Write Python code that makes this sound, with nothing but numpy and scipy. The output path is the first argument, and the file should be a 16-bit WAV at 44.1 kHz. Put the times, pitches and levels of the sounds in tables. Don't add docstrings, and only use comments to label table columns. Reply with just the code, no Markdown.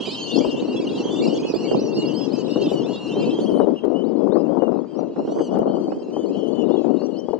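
import sys
import numpy as np
from scipy import signal
from scipy.fft import rfft, irfft, next_fast_len
from scipy.io import wavfile
from scipy.ndimage import uniform_filter1d, minimum_filter1d, map_coordinates

SR = 44100
rng = np.random.default_rng(int(sys.argv[2]) if len(sys.argv) > 2 else 0)


def transcribe(signal):
    frames = np.atleast_2d(signal).T
    limited = np.clip(frames, -1, 1)
    pcm = np.round(limited * 32767).astype(np.int16)
    wavfile.write(sys.argv[1], SR, pcm)


N = 325899

# (t/s, level/dB)
AIR_SPECTRUM = [(25, -57), (100, -5), (250, 10.5), (550, -3.5), (950, -2.5), (1400, -17.5), (2000, -25),
                (5000, -33.5), (13000, -76)]
AIR_LEVEL = [(0, -35), (3.3, -35), (3.9, -43.5)]

# (t/s, click level/dB, left minus right/dB, thump level/dB)
HANDLING_KNOCKS = [(0.464, -52, 16, -41), (1.549, -48, -11, -50), (2.7304, -53, 9, -56),
                   (3.5195, -58, 9, -46), (3.647, -69, 8, -57), (3.852, -46.5, 25, -52),
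                   (4.276, -64, 7, -59), (5.589, -45, 29, -40), (7.291, -63, 8, -48)]
# (f/Hz, level/dB)
CLICK_SPECTRUM = [(1000, -11), (5000, 6), (15000, -1.5)]
THUMP_SPECTRUM = [(30, -5), (70, 0), (700, -60)]

# (t/s, level/dB)
LEFT_GUSTS = [(0.0, -48), (0.32, -24.5), (0.38, -13), (0.46, -18), (0.54, -27), (0.72, -21), (1.02, -25.5),
              (1.28, -14.5), (1.54, -28.5), (1.74, -14.5), (1.9, -21), (2.92, -18), (3.0, -30.5),
              (3.2, -16.5), (3.4, -21.5), (3.62, -9.5), (3.74, -18), (3.8, -36), (3.84, -15), (4.04, -17),
              (4.36, -12), (4.46, -16), (4.78, -14), (4.9, -34), (5.0, -17), (5.14, -33), (5.2, -15.5),
              (5.24, -29.5), (5.4, -14.5), (5.46, -28), (5.56, -13.5), (5.92, -22), (5.96, -32),
              (6.16, -20.5), (6.96, -13.5), (7.22, -25.5), (7.34, -19.5), (7.38, -28.5)]
RIGHT_GUSTS = [(0.0, -25), (0.32, -45.5), (0.4, -26), (1.64, -21), (1.68, -37), (1.74, -11.5), (1.88, -30),
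               (1.98, -15), (2.18, -50), (2.5, -43), (2.64, -20), (3.02, -38.5), (3.18, -21.5), (3.72, -30),
               (3.8, -44.5), (5.0, -45), (5.14, -25.5), (5.4, -20), (5.46, -34), (5.58, -19.5), (5.82, -32),
               (5.94, -20.5), (6.0, -33.5), (6.36, -28), (6.46, -47.5), (7.38, -38)]
# (t/s, small-eddy level/dB)
WIND_BREAKUP = [(0, -18), (3.3, -21), (3.7, -11), (4.1, -16), (4.65, -8), (5.7, -2), (6.4, -16.5),
                (7.39, -14.5)]
# (f/Hz, level/dB)
WIND_SPECTRUM = [(20, -60), (55, -68), (100, -35.5), (150, -8), (220, -0.5), (310, 2.5), (480, -2.5),
                 (700, -16.5), (1000, -32.5), (1500, -50.5), (2200, -53), (7000, -114)]
FINE_SPECTRUM = [(40, -48.5), (200, -1.5), (550, 12), (900, -1.5), (1400, -16), (2200, -52), (6000, -99.5)]
# (t/s, thud level/dB, left minus right/dB, crunch level/dB)
HARD_EDDIES = [(0.074, -27.5, -12, -53), (0.447, -15.5, 22, -50), (1.537, -15, -23, -40),
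               (1.712, -15.5, -18, -34.5), (1.746, -24, -13, -45), (1.778, -31, 16, -55),
               (2.559, -17.5, 7, -47), (2.714, -17.5, 25, -49), (2.894, -23, 11, -55),
               (3.166, -20.5, 4, -54), (3.386, -18.5, -16, -46), (3.6, -6.5, 30, -30),
               (3.67, -15.5, 26, -50), (3.837, -16, 36, -38), (3.903, -33, 23, -57),
               (4.322, -17.5, 28, -33), (4.353, -16.5, 30, -38), (4.55, -28, 24, -57),
               (4.62, -10, 33, -34.5), (4.719, -29, 26, -40), (5.161, -21, -24, -36),
               (5.275, -28.5, -3, -44), (5.386, -22, -18, -34), (5.405, -12.5, 19, -51),
               (5.551, -20, 7, -37), (5.572, -24, 8, -41), (5.619, -24.5, 13, -45), (5.919, -23, -18, -37),
               (6.165, -18, 14, -52), (6.565, -37, 22, -48), (6.74, -19, 28, -52), (6.845, -19.5, 24, -44),
               (7.015, -19.5, 18, -43), (7.285, -17, 22, -57), (7.332, -15, 24, -63)]
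# (f/Hz, level/dB)
THUD_SPECTRUM = [(40, -50.5), (200, -6.5), (400, 11), (900, -9), (2000, -44.5), (9000, -71)]
CRUNCH_SPECTRUM = [(200, -25), (800, 0), (1400, -3), (2400, -21), (5000, -44), (12000, -75)]

# (t/s, side: 0 ahead, 1 well to the left, negative to the right)
FLOCK_BEARING = [(0, -0.025), (1.2, -0.11), (2.3, -0.6), (3.3, 0.43), (4.6, 0.82), (5.35, 0.24),
                 (5.8, 0.68), (7.39, 0.91)]
# (f/Hz, level/dB)
FAR_LEVEL = [(0, -42), (.4, -41.5), (.65, -48.5), (1.25, -42.5), (2.0, -46.5), (2.7, -47.5), (3.4, -49),
             (3.8, -68.5), (4.9, -67.5), (5.4, -60.5), (6.4, -59.5), (7.39, -61)]
FAR_SPECTRUM = [(1400, -31.5), (2000, 1), (2500, 2.5), (2900, 8.5), (3600, 2), (4600, 4), (6000, -7.5),
                (7500, -5.5), (9500, -24.5), (13000, -28.5)]
FAR_WHEEZE_HARMONICS = [-11.5, -3, -4.5, -7.5, -6, -10.5, -7]
FAR_PEEP_HARMONICS = [-2.5, 0, -4]
FAR_TWITTER_HARMONICS = [1.5, -12]

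# (t/s, rise/s, fall/s, first f/Hz, crest f/Hz, level/dB)
NEAR_CHIRPS = [(0.058, 0.072, 0.032, 3670.0, 4190.0, -38.5), (0.112, 0.033, 0.0, 3500.0, 3760.0, -41),
               (0.113, 0.034, 0.034, 4830.0, 4980.0, -47), (0.163, 0.032, 0.044, 4130.0, 4810.0, -47.6),
               (0.212, 0.042, 0.023, 4430.0, 4520.0, -40.5), (0.307, 0.087, 0.0, 3300.0, 4570.0, -39),
               (0.309, 0.032, 0.027, 4130.0, 4560.0, -43), (0.334, 0.063, 0.0, 3770.0, 5540.0, -39),
               (0.498, 0.031, 0.011, 3690.0, 5250.0, -48), (0.594, 0.035, 0.0, 3370.0, 4460.0, -48),
               (0.862, 0.018, 0, 3900.0, 4180.0, -47.5), (0.964, 0.047, 0.0038, 3800.0, 4510.0, -49),
               (0.983, 0.068, 0.031, 4490.0, 6160.0, -51.2), (1.213, 0.025, 0.0094, 4170.0, 4830.0, -49.5),
               (1.264, 0.044, 0.0, 4530.0, 5510.0, -41), (1.356, 0.012, 0, 3970.0, 4700.0, -51),
               (1.471, 0.023, 0.034, 4750.0, 5220.0, -48), (1.477, 0.033, 0.033, 5530.0, 5780.0, -51),
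               (1.541, 0.036, 0.017, 4130.0, 5040.0, -45.5), (1.607, 0.034, 0.0041, 4190.0, 4610.0, -47),
               (1.78, 0.046, 0.079, 3870.0, 5960.0, -48.5), (1.789, 0.026, 0.0067, 3870.0, 4560.0, -46.3),
               (1.857, 0.066, 0.022, 4350.0, 4460.0, -51), (1.929, 0.031, 0.031, 4270.0, 5180.0, -46),
               (1.948, 0.028, 0.065, 3950.0, 4420.0, -44.9), (2.053, 0.038, 0.0, 4030.0, 5180.0, -42.5),
               (2.137, 0.055, 0.069, 3770.0, 5320.0, -42), (2.315, 0.033, 0.022, 4130.0, 5070.0, -45.5),
               (2.348, 0.054, 0.014, 4570.0, 6640.0, -53), (2.488, 0.044, 0.021, 3170.0, 5410.0, -47),
               (2.619, 0.034, 0.015, 3770.0, 5160.0, -39), (2.831, 0.035, 0.0, 3070.0, 3610.0, -46.8),
               (2.923, 0.082, 0.0, 3330.0, 3810.0, -50), (3.112, 0.097, 0.013, 3160.0, 4310.0, -50.2),
               (3.228, 0.056, 0.0, 3330.0, 4570.0, -52), (3.391, 0.056, 0.0098, 3470.0, 4630.0, -50),
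               (4.032, 0.069, 0.024, 3330.0, 4950.0, -64.5), (4.156, 0.034, 0.026, 3870.0, 4300.0, -64.3),
               (4.297, 0.11, 0.024, 2930.0, 5040.0, -56.5), (4.944, 0.017, 0.0052, 4210.0, 5260.0, -59.5),
               (4.964, 0.031, 0.018, 4970.0, 6070.0, -62), (4.976, 0.02, 0.019, 3630.0, 4170.0, -58),
               (5.501, 0.03, 0.044, 4940.0, 5690.0, -63.5), (5.667, 0.067, 0.0, 4160.0, 4350.0, -63.5),
               (5.807, 0.046, 0.0042, 4140.0, 4660.0, -58.5), (5.867, 0.057, 0.0, 4390.0, 4610.0, -63),
               (6.524, 0.037, 0.0, 4230.0, 4660.0, -56.5), (6.682, 0.083, 0.0, 2970.0, 3710.0, -55.6),
               (6.804, 0.039, 0.0029, 4270.0, 4790.0, -58.5), (6.961, 0.087, 0.014, 3530.0, 4690.0, -56.5),
               (7.021, 0.052, 0.0, 4370.0, 5910.0, -56), (7.163, 0.047, 0.0, 3970.0, 5680.0, -52)]
NEAR_WHEEZES = [(2.67, 0.077, 0.025, 1670, 1900, -59), (3.4, 0.05, 0.039, 1500, 1610, -54),
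                (5.15, 0.13, 0.011, 1300, 1400, -61.5), (5.27, .155, 0.072, 1334, 1580, -54),
                (5.78, .15, 0.0083, 1370, 1574, -62.5), (6.1, .19, 0.041, 1460, 1570, -61)]
# (t/s, rise/s, fall/s, crest f/Hz, level/dB)
NEAR_WHISTLES = [(0.0, 0.0078, 0.087, 3250, -37), (0.006, 0.017, 0.023, 2890, -41),
                 (0.067, 0.1, 0.121, 3110, -45), (0.144, 0.03, 0.17, 3140.0, -40.0),
                 (0.247, 0.049, 0.082, 2833, -37.5), (0.387, 0.021, 0.013, 3430, -45.5),
                 (0.433, 0.025, 0.16, 2825, -42), (0.467, 0.061, 0.09, 3056, -44.5),
                 (0.682, 0.039, 0.062, 2830, -42), (0.761, 0.014, 0.027, 3400, -40.5),
                 (0.867, 0.0086, 0.042, 2870, -41.5), (1.027, 0.042, 0.064, 3220, -46),
                 (1.095, 0.13, 0.0023, 3560, -43.5), (1.274, 0.022, 0.042, 2910.0, -48),
                 (1.355, 0.018, 0.019, 3380.0, -43), (1.427, 0.049, 0.054, 2600, -45),
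                 (1.557, 0.051, 0.07, 2950.0, -50.5), (1.667, 0.056, 0.039, 2820.0, -42),
                 (1.877, 0.031, 0.038, 2770, -45), (1.955, 0.044, 0.12, 2850, -38.5),
                 (2.077, 0.024, 0.041, 2980, -42.5), (2.517, 0.033, 0.043, 2960, -45.5),
                 (2.615, 0.018, 0.039, 2720, -42.2), (2.596, 0.054, 0.056, 3220, -45.5),
                 (2.652, 0.005, 0.055, 3600, -44), (2.697, 0.024, 0.11, 2990, -44.5),
                 (2.945, 0.12, 0.085, 2810, -42.5), (3.073, 0.11, 0.14, 3094, -45),
                 (3.192, 0.019, 0.098, 2750.0, -41.5), (3.3, 0.065, 0.068, 3210, -42.5),
                 (3.456, 0.029, 0.025, 3220, -44), (3.483, 0.057, 0.116, 3070, -50),
                 (3.758, 0.016, 0.024, 2890, -46), (3.747, 0.095, 0.014, 3180, -55),
                 (3.943, 0.088, 0.0, 3000.0, -47), (4.442, 0.011, 0.021, 2750.0, -54.5),
                 (4.594, 0.021, 0.066, 2914, -51), (5.4, 0.029, 0.079, 3020.0, -52),
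                 (5.667, 0.008, 0.11, 3120, -56.5), (6.121, 0.047, 0.095, 3090, -51.5),
                 (6.337, 0.094, 0.053, 3040, -48.5), (6.324, 0.093, 0.031, 3260.0, -56),
                 (6.535, 0.023, 0.094, 3020, -47), (6.613, 0.011, 0.012, 2750, -55),
                 (6.7, 0.003, 0.064, 2950, -53.5), (6.762, 0.018, 0.024, 3320, -49.5),
                 (7.147, 0.077, 0.034, 3070, -53)]
NEAR_SQUEALS = [(0, .08, 0.12, 3390, -48.5), (.29, 0.079, 0.056, 3350, -48.5),
                (2.5, 0.063, 0.025, 3790, -45.5), (2.59, .13, 0.0083, 3880, -48.5),
                (6.455, 0.023, .035, 3080, -52.5)]
THIN_OVERTONES = [(.17, 0.027, 0.13, 6480, -50), (1.1, 0.21, 0, 7200, -53), (1.97, 0.066, 0, 7440, -56),
                  (3.39, .05, 0.19, 9420, -65.5)]
CHIRP_HARMONICS = [0.5, -28]
WHEEZE_HARMONICS = [-29.5, -2, -0.5, -0.5, -10.5, -18, -21.5]
WHISTLE_HARMONICS = [0.5, -26, -32]
SQUEAL_HARMONICS = [2, -11, -19]


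def undb(db):
    return 10 ** (np.asarray(db) / 20)


def unit(x):
    return x / np.sqrt(np.mean(x ** 2))


def curve(rows):
    return np.interp(np.arange(N) / SR, *np.transpose(rows))


def colour(x, spectrum):
    hz, db = np.transpose(spectrum)
    size = next_fast_len(2 * N, real=True) // 2 * 2
    bins_hz = np.arange(size // 2 + 1) * SR / size
    gain = undb(np.interp(np.log(bins_hz + 1), np.log(hz), db))
    cepstrum = irfft(np.log(gain))
    cepstrum[1:size // 2] *= 2
    cepstrum[size // 2 + 1:] = 0
    return irfft(rfft(x, size) * np.exp(rfft(cepstrum)))[..., :N]


def walk(rate, size=N):
    steps = rng.standard_normal(8192)
    return map_coordinates(steps, [np.arange(size) * rate / SR], order=2, mode="wrap")


def sides(pan_db):
    return unit(undb(np.array([[pan_db], [-pan_db]]) / 2))


def add(out, start, sound):
    i = int(np.clip(start * SR, 0, N))
    out[:, i:i + sound.shape[-1]] += sound[..., :N - i]


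def distant_air(width=0.38):
    mid, side = colour(rng.standard_normal((2, N)), AIR_SPECTRUM)
    wash = unit(np.array([mid + width * side, mid - width * side]))
    return wash * undb(curve(AIR_LEVEL) + walk(7.6))


def knocks(rows, spectrum, decay_s, gain_db):
    out, t = np.zeros((2, N)), np.arange(2048) / SR
    response = colour(signal.unit_impulse(N), spectrum)[:len(t)]
    for start, db, pan_db in rows:
        pressure = rng.standard_normal(len(t)) * np.exp(-t / decay_s)
        burst = signal.fftconvolve(pressure, response)
        add(out, start, burst / np.abs(burst).max() * undb(db + gain_db) * sides(pan_db))
    return out


def handling():
    rows = np.array(HANDLING_KNOCKS)
    clicks = knocks(rows[:, :3], CLICK_SPECTRUM, decay_s=.00093, gain_db=9)
    thumps = knocks(rows[:, [0, 3, 2]], THUMP_SPECTRUM, decay_s=.004, gain_db=4)
    return clicks + thumps


def port_wind(gusts, flutter_db, gain_db=0, sway_db=1.26):
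    gust_db = curve(gusts) + sway_db * walk(17)
    breakup_db = curve(WIND_BREAKUP)
    eddies = rng.standard_normal(N) * undb(flutter_db * walk(130))
    body = unit(colour(eddies, WIND_SPECTRUM))
    deep = unit(signal.sosfilt(signal.butter(4, 141.8, fs=SR, output="sos"), body))
    fine = unit(colour(eddies * undb(5.55 * walk(300)), FINE_SPECTRUM))
    rumble = body + undb(-28 - breakup_db) * deep + undb(breakup_db + gust_db + 17) * fine
    running_rms = np.sqrt(uniform_filter1d(rumble ** 2, SR // 14))
    return rumble / running_rms * undb(gust_db + gain_db)


def lulls(stall_s=.02, dip_db=-4.5):
    t = np.arange(N) / SR
    stalled = sum((t > start - stall_s) & (t < start) for start, *_ in HARD_EDDIES)
    return undb(dip_db * uniform_filter1d(np.minimum(stalled, 1.), size=128))


def buffets():
    rows = np.array(HARD_EDDIES)
    thuds = knocks(rows[:, :3], THUD_SPECTRUM, decay_s=.0095, gain_db=6)
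    crunch = knocks(rows[:, [0, 3, 2]], CRUNCH_SPECTRUM, decay_s=.012, gain_db=4)
    return thuds + crunch


def field_scatter(calls, t60_s=1.0, wet_db=-14):
    t = np.arange(SR) / SR
    tail = rng.standard_normal((2, SR)) * np.exp(-np.log(1000) * t / t60_s)
    scattered = signal.fftconvolve(calls, unit(tail) / np.sqrt(SR), axes=1)[:, :N]
    return calls + undb(wet_db) * scattered


def off_axis(calls, lead_s=.00009, shade_db=4.5):
    side = curve(FLOCK_BEARING)
    ports = []
    for channel, half in zip(calls, (.5, -.5)):
        shifted = map_coordinates(channel, [np.arange(N) + half * side * lead_s * SR], order=3)
        ports.append(shifted * undb(half * side * shade_db))
    return np.array(ports)


def arch(rise_s, fall_s, first_hz, crest_hz, last_hz):
    up, down = (np.linspace(0, np.pi / 2, int(s * SR)) for s in (rise_s, fall_s))
    return np.concatenate([first_hz + (crest_hz - first_hz) * np.sin(up),
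                           last_hz + (crest_hz - last_hz) * np.cos(down)])


def windpipe(hz, pull, detune_hz, resonance_hz=5082, spacing_hz=701):
    def offset(f):
        return 2 * np.pi * (f - resonance_hz - detune_hz) / spacing_hz
    gain = 1 - pull * np.sin(offset(hz) / 2) ** 4
    for _ in range(2):
        hz = hz - pull * spacing_hz / (2 * np.pi) * np.sin(offset(hz))
    return hz, gain


def syrinx(pitch_hz, harmonics_db, waver, wander, pull=0, spread_db=3, port_lag_s=.00004):
    size = len(pitch_hz)
    drifting_hz = pitch_hz * (1 + wander * walk(45, size))
    hz, pipe_gain = windpipe(drifting_hz, pull, detune_hz=60 * rng.standard_normal())
    hz = hz * (1 + waver * walk(260, size))
    lag, pan = rng.standard_normal(2)
    phase = 2 * np.pi * (np.cumsum(hz) / SR + hz * lag * port_lag_s * np.array([[.5], [-.5]]))
    tone = sum(undb(db) * np.sin(k * phase) * (k * hz < SR / 2) for k, db in enumerate(harmonics_db, 1))
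    progress = np.linspace(0, 1, size)
    swell = np.sin(np.pi / 2 * np.minimum(np.minimum(progress, 1 - progress) / .15, 1))
    flutter = undb(2 * walk(104, size) + 2 * walk(28, size))
    rasp = 1 + 20 * waver * walk(700, size)
    return np.sqrt(2) * tone * swell * flutter * pipe_gain * rasp * sides(spread_db * pan)


def far_ducks(count=400, gain_db=3.5):
    out = np.zeros((2, N))
    for i, (jitter, kind, pitch, length, bend, loud) in enumerate(rng.random((count, 6))):
        if kind < .25:
            span, hz = .07 + .068 * length, 1300 + 400 * pitch
            contour = arch(span / 2, span / 2, hz * (1 - .16 * bend), hz, hz * (.86 + .14 * bend))
            call = syrinx(contour, FAR_WHEEZE_HARMONICS, waver=.0067, wander=.008)
        elif kind < .5:
            span, hz = .033 + .031 * length, 2300 + 1300 * pitch
            contour = arch(span / 2, span / 2, hz * .88, hz, hz * (.82 + .17 * bend))
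            call = syrinx(contour, FAR_PEEP_HARMONICS, waver=.008, wander=.011)
        else:
            span, hz = .027 + .036 * length, 3900 + 3300 * pitch
            contour = arch(span * .6, span * .4, hz * (.9 - .14 * length), hz, hz * (.76 + .15 * bend))
            call = syrinx(contour, FAR_TWITTER_HARMONICS, waver=.011, wander=.008, pull=.4)
        start = (i + jitter) / count * N / SR - .05
        add(out, start, undb(6.5 * loud) * call)
    chorus = colour(field_scatter(off_axis(out)), FAR_SPECTRUM)
    return unit(chorus) * undb(curve(FAR_LEVEL) + gain_db)


def glides(rows, harmonics_db, gain_db, waver, droop, pull=0):
    out = np.zeros((2, N))
    for start, rise, fall, first_hz, crest_hz, db in rows:
        contour = arch(rise, fall, first_hz, crest_hz, crest_hz * (1 - droop))
        call = syrinx(contour, harmonics_db, waver, wander=.003, pull=pull, spread_db=3.5)
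        add(out, start, undb(db + gain_db) * call)
    return out


def held_notes(rows, harmonics_db, gain_db, waver, scoop=.035):
    scooped = [(start, rise, fall, hz * (1 - scoop), hz, db) for start, rise, fall, hz, db in rows]
    return glides(scooped, harmonics_db, gain_db, waver, droop=.06)


def near_ducks():
    chirps = glides(NEAR_CHIRPS, CHIRP_HARMONICS, gain_db=1.8, waver=.005, droop=.14, pull=.42)
    whistles = held_notes(NEAR_WHISTLES, WHISTLE_HARMONICS, gain_db=0, waver=.0037)
    squeals = held_notes(NEAR_SQUEALS, SQUEAL_HARMONICS, gain_db=-4.5, waver=.022)
    wheezes = glides(NEAR_WHEEZES, WHEEZE_HARMONICS, gain_db=-4.5, waver=.005, droop=.12)
    overtones = held_notes(THIN_OVERTONES, harmonics_db=[0], gain_db=-1, waver=.0023)
    return off_axis(chirps + whistles + squeals + wheezes + overtones)


def scene():
    near = near_ducks()
    gusts = np.array([port_wind(LEFT_GUSTS, flutter_db=2, gain_db=.19),
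                      port_wind(RIGHT_GUSTS, flutter_db=8.5)])
    hand_noise = handling()
    flock = field_scatter(near + far_ducks())
    return flock + gusts * lulls() + buffets() + hand_noise + distant_air()


def record(dry, ceiling=.82, top_hz=15850):
    needed_gain = np.minimum(1, ceiling / (np.abs(dry) + 1e-9))
    held_gain = minimum_filter1d(needed_gain, 401)
    smooth_gain = uniform_filter1d(uniform_filter1d(held_gain, 201), 201)
    top_cut = signal.ellip(8, .2, 70, top_hz, fs=SR, output="sos")
    return signal.sosfilt(top_cut, dry * smooth_gain)


dry = scene()
out = record(dry)
transcribe(out)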